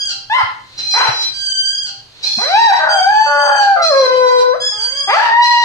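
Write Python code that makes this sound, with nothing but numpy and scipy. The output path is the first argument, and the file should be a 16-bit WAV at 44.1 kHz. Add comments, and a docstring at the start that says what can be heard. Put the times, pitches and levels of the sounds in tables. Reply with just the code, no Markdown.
"""Puppy howling at a squeaky toy

A husky puppy yaps twice, then howls in long bending notes that turn rough and split into two pitches.
A squeaky toy eggs it on: the reed sounds low on each squeeze and an octave higher as the air returns.
Both are close to a pair of microphones; a small furnished room answers, over a faint rumble.
Voice and toy are sums of harmonics with coloured noise for air; dull thuds are damped sines.
"""
import sys
import numpy as np
from scipy import signal
from scipy.fft import rfft, irfft, next_fast_len
from scipy.io import wavfile
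from scipy.ndimage import uniform_filter1d, minimum_filter1d, map_coordinates

SR = 44100
rng = np.random.default_rng(int(sys.argv[2]) if len(sys.argv) > 2 else 0)


def wav_out(sig):
    """Save sig, one row per channel (or a flat mono array), as 16-bit PCM at SR to the path in sys.argv[1]."""
    wavfile.write(sys.argv[1], SR, np.round(np.clip(np.atleast_2d(sig).T, -1, 1) * 32767).astype(np.int16))


N = 248724
TIME = np.arange(N) / SR  # s

# Source levels are relative: placing the dog and the toy in the room sets their final balance.
# The toy squeezed: [start t/s, length t/s, settled pitch f/Hz, pitch surge f/Hz, time to the surge t/s,
# starting level/dB, fading dB/s]
SQUEEZES = [(0.78, 0.48, 803.8, 25.72, 0.067, -15.5, 24.5), (2.231, 0.54, 784, 78, 0.071, -18.5, 6.5),
            (3.823, .58, 801.3, 41.37, .06, -17.5, 14.5), (5.423, 0.26, 797.7, 42.6, 0.064, -20.5, -1)]


def amp(db):
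    """Decibels to gain."""
    return 10 ** (np.asarray(db) / 20)


def unit(x):
    """Scale to rms 1."""
    return x / np.sqrt(np.mean(x ** 2) + 1e-20)


def along(points, hz):
    """Read (f/Hz, value) points on a log frequency axis."""
    f, value = np.transpose(points)
    return np.interp(np.log(np.abs(hz) + 1), np.log(f + 1), value)


def curves(rows):
    """One value per sample for each column after the time."""
    s, *columns = np.transpose(rows)
    return [np.interp(TIME, s, column) for column in columns]


def phrases(tables, fade):
    """A gate that opens and closes smoothly around each table, then the joined columns."""
    gate = np.zeros(N)
    for rows in tables:
        to_nearest_end = np.minimum(TIME - rows[0][0], rows[-1][0] - TIME)
        gate += np.clip(to_nearest_end / fade + .5, 0, 1)
    smooth_gate = np.sin(np.pi / 2 * np.minimum(gate, 1)) ** 2
    return [smooth_gate] + curves(np.vstack(tables))


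def events(rows, fade):
    """For each sample: a gate, the time into the current event, its length and its other columns."""
    rows = np.array(rows)
    current = np.maximum(np.searchsorted(rows[:, 0] - fade, TIME) - 1, 0)
    start, length, *columns = rows[current].T
    t = TIME - start
    gate = np.sin(np.pi / 2 * np.clip(np.minimum(t, length - t) / fade + .5, 0, 1)) ** 2
    return [gate, np.clip(t, 0, length), length] + columns


def bell(x, width):
    """A smooth hump of height 1 around x = 0."""
    return np.exp(-(x / width) ** 2)


def wobble(rate):
    """A smooth random curve, rate knots a second."""
    knots = rng.standard_normal(int(N * rate / SR) + 4)
    return map_coordinates(knots, [TIME * rate])


def filtered(x, response):
    """x times a response of frequency."""
    m = next_fast_len(N + SR // 2)  # spare length keeps the end from wrapping onto the start
    spectrum = rfft(x, m) * response(np.fft.rfftfreq(m, 1 / SR))
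    return irfft(spectrum, m)[..., :N]


def noise(spectrum):
    """Coloured noise of rms 1."""
    return unit(filtered(rng.standard_normal(N), lambda hz: amp(along(spectrum, hz))))


def cycle(hz):
    """Running phase of an oscillator."""
    return 2 * np.pi * np.cumsum(hz) / SR


def floor(shared_db=-51, apart_db=-55):
    """Quiet room rumble, mostly alike at both microphones."""
    # colour of the rumble: [f/Hz, level/dB]
    rumble = [(20, -2.5), (80, -6.5), (115, 6.5), (160, -7.5), (800, -11.5), (2000, -16.5), (6000, -18),
              (15000, -40.5)]
    apart = np.array([noise(rumble), noise(rumble)])
    return amp(shared_db) * noise(rumble) + amp(apart_db) * apart


def reed(pitch, db, tone, jitter, count, unsteady_db=4.0):
    """A buzzing reed in a short pipe: harmonics on a slightly unsteady flow of air."""
    phase = cycle(pitch * (1 + jitter * wobble(100)))
    buzz = sum(amp(along(tone, k * pitch)) * np.sin(k * phase) for k in range(1, count + 1))
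    return np.sqrt(2) * amp(db + unsteady_db * wobble(12)) * buzz


def refills(sag=0.094, stall_s=0.035, low_hz=790, low_db=-43, low_s=.055, low_after_s=0.02):
    """Returning air swells twice; as it runs out the reed sags, beats irregularly and falls to its low note."""
    # the toy refilling: [start t/s, length t/s, pitch before swells and sag f/Hz, first swell f/Hz,
    # second swell f/Hz, level before swells/dB]
    strokes = [(-.45, .575, 1554, 50, 70.2, -24), (1.334, .565, 1550, 39.24, 72.03, -24.5),
               (2.891, .75, 1515, 88, 55, -27.5), (4.603, 0.58, 1569, 125.6, 82.3, -25.5)]
    # strength of the reed's harmonics by frequency: [f/Hz, level/dB]
    tone = [(1600, -16.5), (3200, -8.5), (4750, -1.5), (6300, -15), (7900, -18.5), (9500, -34),
            (14000, -72)]
    gate, t, length, hz, first_hz, second_hz, db = events(strokes, fade=.012)
    # the walls spring back in two moves, placed by share of the stroke
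    first = bell(t / length - 0.11, .16)
    second = bell(t / length - .78, .18)
    stall = sag * bell(length - t, stall_s) * (1 + wobble(400) / 2)
    pitch = (hz + first_hz * first + second_hz * second) * (1 - stall)
    level_db = db + 3 * first + 2.5 * second
    high = reed(pitch, level_db, tone, jitter=0.0038, count=7)
    low = sum(bell(TIME - row[0] - row[1] - low_after_s, low_s) for row in strokes)
    return gate * high + amp(low_db) * low * np.sin(2 * np.pi * low_hz * TIME)


def squeezes(surge_sharpness=1.6):
    """The hand's first push drives the pitch up; then it settles while the level drifts, mostly fading."""
    # strength of the reed's harmonics by frequency: [f/Hz, level/dB]
    tone = [(1650, -30.5), (2450, -20), (3250, -21.5), (4100, 1.5), (4900, -11), (5700, -11.5),
            (6500, -24.5), (7400, -28), (10500, -37), (13000, -87.5)]
    gate, t, length, hz, surge_hz, surge_s, db, fading = events(SQUEEZES, fade=0.018)
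    # a greater sharpness makes the peak briefer
    surge = (t / surge_s * np.exp(1 - t / surge_s)) ** surge_sharpness
    return gate * reed(hz + surge_hz * surge, db - fading * t, tone, jitter=0.0031, count=14)


def toy(spit_t60=0.057, spit_rise=.01, leak_db=-40, leak_rise=0.34):
    """The squeaker sounds on the way out and on the way in, spitting air at the turns."""
    # air spits through the reed as it catches or stalls: [t/s, level/dB]
    bursts = [(0.089, -21.5), (0.785, -15.5), (1.218, -15), (1.862, -27), (2.235, -16.5), (2.78, -17),
              (3.614, -19.5), (3.826, -16.5), (4.38, -15.5)]
    # colour of air through the reed: [f/Hz, level/dB]
    nozzle = [(700, -22), (3400, -14), (4200, -3.5), (4800, -17), (5800, -22), (8000, -29.5),
              (12000, -49.5)]
    spits = np.zeros(N)
    for s, db in bursts:
        onset = np.clip((TIME - s) / spit_rise, 0, 1)
        spits += onset * amp(db - 60 * np.abs(TIME - s) / spit_t60)
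    # air leaks with growing force before the reed catches, then dies away: 30 dB per leak_rise
    leaks = sum(amp(leak_db - 60 * np.abs(TIME - row[0]) / (2 * leak_rise)) for row in SQUEEZES)
    return squeezes() + refills() + (spits + leaks) * noise(nozzle)


def yaps(first_rough=0.24, droop=.2, edge_db=-11.5, overtones_db=-9.5):
    """Pitch and level arch over each yap, rougher up to the top: gate, pitch, level, mouth, overtones, roughness."""
    # yaps: [start t/s, length t/s, top pitch f/Hz, share of the length at which the pitch tops,
    # top level/dB, mouth opening 0-1, roughness from the top on 0-1]
    barks = [(.299, .125, 1047, .62, -10.5, 0.67, 0.49), (.938, .168, 503.1, .42, -15.5, 0.38, 0.82)]
    gate, t, length, hz, top_at, db, mouth, rough = events(barks, fade=.005)
    u = t / length
    # 0 at the top of the arch, 1 at either end
    edge = np.where(u < top_at, (top_at - u) / top_at, (u - top_at) / (1 - top_at)) ** 2
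    pitch = hz * (1 - droop * np.sin(np.pi / 2 * edge))
    growth = first_rough + (1 - first_rough) * np.minimum(u / top_at, 1)
    return gate, pitch, db + edge_db * edge, mouth, np.full(N, overtones_db), rough * growth


def howls(clear_roughness=0.069):
    """Long bending notes, clear but for a few rasps: gate, pitch, level, mouth, overtones, roughness."""
    # pitch of each howl, with sudden breaks between registers: [t/s, f/Hz]
    notes = [
        [(2.385, 335), (2.41, 426), (2.46, 560), (2.5, 704), (2.6, 930), (2.66, 920), (2.715, 750),
         (2.735, 935), (2.78, 945), (3.01, 730), (3.12, 840), (3.25, 878), (3.58, 832), (3.755, 783),
         (3.772, 690), (3.89, 645), (3.925, 555), (4.07, 511), (4.39, 497), (4.53, 505), (4.562, 700)],
        [(4.72, 415), (4.8, 430), (4.95, 560), (5.055, 568)],
        [(5.075, 385), (5.1, 402), (5.157, 690), (5.172, 868), (5.207, 848), (5.225, 975), (5.315, 920),
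         (5.39, 960), (5.66, 950)],
    ]
    # how hard and openly each howl is sung: [t/s, level/dB, mouth opening 0-1,
    # overtones near 2.5 kHz over the level/dB]
    effort = [
        [(2.385, -27, 0.28, -12.5), (2.47, -27, 0, -5), (2.55, -8.5, .2, -13.5), (2.7, -8.5, .3, -19.5),
         (2.8, -25, 0.37, -20.5), (3.02, -14, .2, -21.5), (3.21, -11.5, .3, -25), (3.29, -19.5, .4, -18),
         (3.62, -11, 0.32, -29), (3.78, -16.5, 0.6, -30.5), (3.93, -5, .05, -32), (4.2, -9, 0.13, -25.5),
         (4.39, -9.5, 0.08, -38.5), (4.56, -23, 0.17, -26.5)],
        [(4.72, -39, 0.26, -8), (4.95, -41.5, 0.26, -5.5), (5.055, -36.5, 0.4, -13.5)],
        [(5.075, -24.5, 0.23, -15.5), (5.097, -12, 0.42, -12.5), (5.16, -6.5, 0.56, -13),
         (5.27, -17, 0.84, -15), (5.39, -9, 0.87, -18), (5.52, -14.5, 0.89, -15), (5.64, -11, 1, -7.5)],
    ]
    # the vocal folds turn irregular: [middle t/s, half length t/s, added roughness 0-1]
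    rasps = [(2.425, 0.067, .26), (2.719, 0.034, .2), (2.868, .11, 0.63), (3.502, 0.073, .33),
             (3.787, 0.033, 0.17), (5.201, 0.11, 0.36)]
    gate, pitch = phrases(notes, fade=0.0029)
    db, mouth, overtones_db = curves(np.vstack(effort))
    rough = clear_roughness + sum(peak * bell(TIME - s, width) for s, width, peak in rasps)
    return gate, pitch, db, mouth, overtones_db, rough


def harmonics(pitch, db, mouth, overtones_db, rough, flicker_db=2.5):
    """Levels of fundamental, second harmonic and overtones: an opening mouth shifts the strength upward."""
    closed_hz, open_hz, below_db_per_oct = 478, 1186, 33.5
    second_over_first_db, second_rough_db = -10.5, 8  # the latter is the gain at full roughness
    resonance = closed_hz + (open_hz - closed_hz) * mouth
    balance = second_over_first_db + second_rough_db * np.minimum(rough, 1)
    # a fundamental under the mouth resonance loses strength
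    balance += below_db_per_oct * np.log2(np.maximum(resonance / pitch, 1))
    balance += flicker_db * wobble(20)
    # the two harmonics together carry the power of the level
    first_db = db - 10 * np.log10(1 + amp(balance) ** 2)
    return first_db, first_db + balance, db + overtones_db + flicker_db * wobble(25)


def dog(jitter=.003, waver=0.0295, scatter=0.73, shimmer=0.72, growl_db=-12, hiss_db=-9,
        overtone_db=-3, spread=1.0, overtone_hz=2500, usual_hz=650, patchy_db=3):
    """Vocal folds sound through the throat; rough stretches scatter their cycles and add noise."""
    # a second oscillation in the larynx: [start t/s, length t/s, f/Hz, level before mixing/dB]
    splits = [(.36, 0.062, 382.4, -22), (2.79, 0.18, 637.5, -21), (3.26, 0.32, 579.2, -17.5),
              (3.76, .09, 543.3, -25.5)]
    # tones born of the two oscillations: [multiple of the pitch, multiple of the second oscillation, level/dB]
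    mixes = [(0, 1, -1.5), (1, 1, 0), (2, -1, -9.5), (3, -1, -28)]
    # throat response: [f/Hz, gain/dB]
    throat = [(330, -56), (520, -4), (1100, 2.5), (1450, 0.5), (2000, 3.5), (2880, -4.5), (3500, -8),
              (5500, -18), (9000, -51), (15000, -46.5)]
    # low throat noise: [f/Hz, level/dB]
    growl = [(300, -37), (450, -6.5), (650, 11), (1450, 2), (1900, -9), (3000, -34.5)]
    # mouth noise: [f/Hz, level/dB]
    hiss = [(1000, -36.5), (2000, 1), (3000, 2), (4200, -13), (7000, -12), (11000, -12), (15000, -51.5)]
    yap = yaps()
    gate, pitch, db, mouth, overtones_db, rough = np.where(yap[0] > 0, yap, howls())
    first_db, second_db, top_db = harmonics(pitch, db, mouth, overtones_db, rough)
    unsteadiness = jitter + waver * rough
    phase = cycle(pitch * (1 + unsteadiness * wobble(90))) + scatter * rough * wobble(320)
    voice = amp(first_db) * np.sin(phase) + amp(second_db) * np.sin(2 * phase)
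    # widely spaced overtones each carry more of the treble
    spacing_db = overtone_db + spread * 10 * np.log10(pitch / usual_hz)
    octave_span = np.log(np.maximum(overtone_hz / (2 * pitch), 1.05))
    for k in range(3, 13):
        # overtones slope from the second harmonic to the top level, then follow the throat
        climb = np.clip(np.log(k / 2) / octave_span, 0, 1)
        level = second_db + climb * (top_db + spacing_db - second_db) + along(throat, k * pitch)
        voice += amp(level + patchy_db * wobble(22.08)) * np.sin(k * phase)
    # the second oscillation swells, fades and adds sum and difference tones
    split, t, length, split_hz, split_db = events(splits, fade=0.0069)
    split = split * np.abs(np.sin(np.pi * t / length)) ** 0.26
    other = cycle(split_hz * (1 + unsteadiness * wobble(70)))
    for m, n, mix_db in mixes:
        level = split_db + mix_db + along(throat, m * pitch + n * split_hz)
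        voice += split * amp(level) * np.sin(m * phase + n * other)
    voice *= np.sqrt(2) * (1 + shimmer * rough * wobble(180))
    # turbulence grows with effort and roughness
    air = rough * (amp(db + growl_db) * noise(growl) + amp(top_db + hiss_db) * noise(hiss))
    return gate * (voice + air)


def thuds(t60=0.08, rise=0.0022):
    """A dull, quickly damped push goes with each lunge of the head."""
    # soft low thuds: [t/s, f/Hz, level/dB]
    pushes = [(0.433, 101, -23), (1.088, 124, -17.5), (2.374, 222, -20)]
    out = np.zeros(N)
    for s, hz, db in pushes:
        t = np.maximum(TIME - s, 0)
        out += amp(db - 60 * t / t60) * (1 - np.exp(-t / rise)) * np.sin(2 * np.pi * hz * t)
    return out


def placed(x, lead_ms, pan_db, wet_db):
    """The direct sound reaches the left microphone first; the room adds a diffuse tail to each side."""
    # reverberation time of the furnished room: [f/Hz, t60 t/s]
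    room_t60 = [(150, 0.97), (600, 0.4), (1500, 0.47), (4500, 0.51), (9000, 0.29), (15000, 0.06)]
    side = np.array([[1], [-1]]) / 2  # left, right
    direct = filtered(x, lambda hz: np.exp(2j * np.pi * hz * side * lead_ms / 10 ** 3))
    # the tail is noise that dies away at its own rate in each band
    hz, t, z = signal.stft(rng.standard_normal((2, SR // 2)), SR, nperseg=256)
    decay = amp(-60 * t / along(room_t60, hz)[:, None]) * (1 - np.exp(-t / 0.0025))
    tail = signal.istft(z * decay, SR, nperseg=256)[1]
    room = signal.fftconvolve(x[None], tail / np.linalg.norm(tail[0]), axes=1)[:, :N]
    return amp(side * pan_db) * (direct + amp(wet_db) * room)


def scene():
    """Dog and toy close to the microphones in one room, with dry thuds and the rumble."""
    puppy = amp(1.5) * placed(dog(), lead_ms=0.15, pan_db=1.5, wet_db=-3.5)
    squeaker = amp(-1) * placed(toy(), lead_ms=.17, pan_db=-1, wet_db=1)
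    return puppy + squeaker + thuds() + floor()


def record(dry, top_hz=15800):
    """A limiter holds the highest peaks on both sides alike; nothing is kept above the band limit."""
    needed = np.minimum(1, .95 / (np.abs(dry).max(axis=0) + 1e-9))
    gain = uniform_filter1d(minimum_filter1d(needed, size=900), size=800)
    return filtered(dry * gain, lambda hz: hz < top_hz)


dry = scene()
out = record(dry)
wav_out(out)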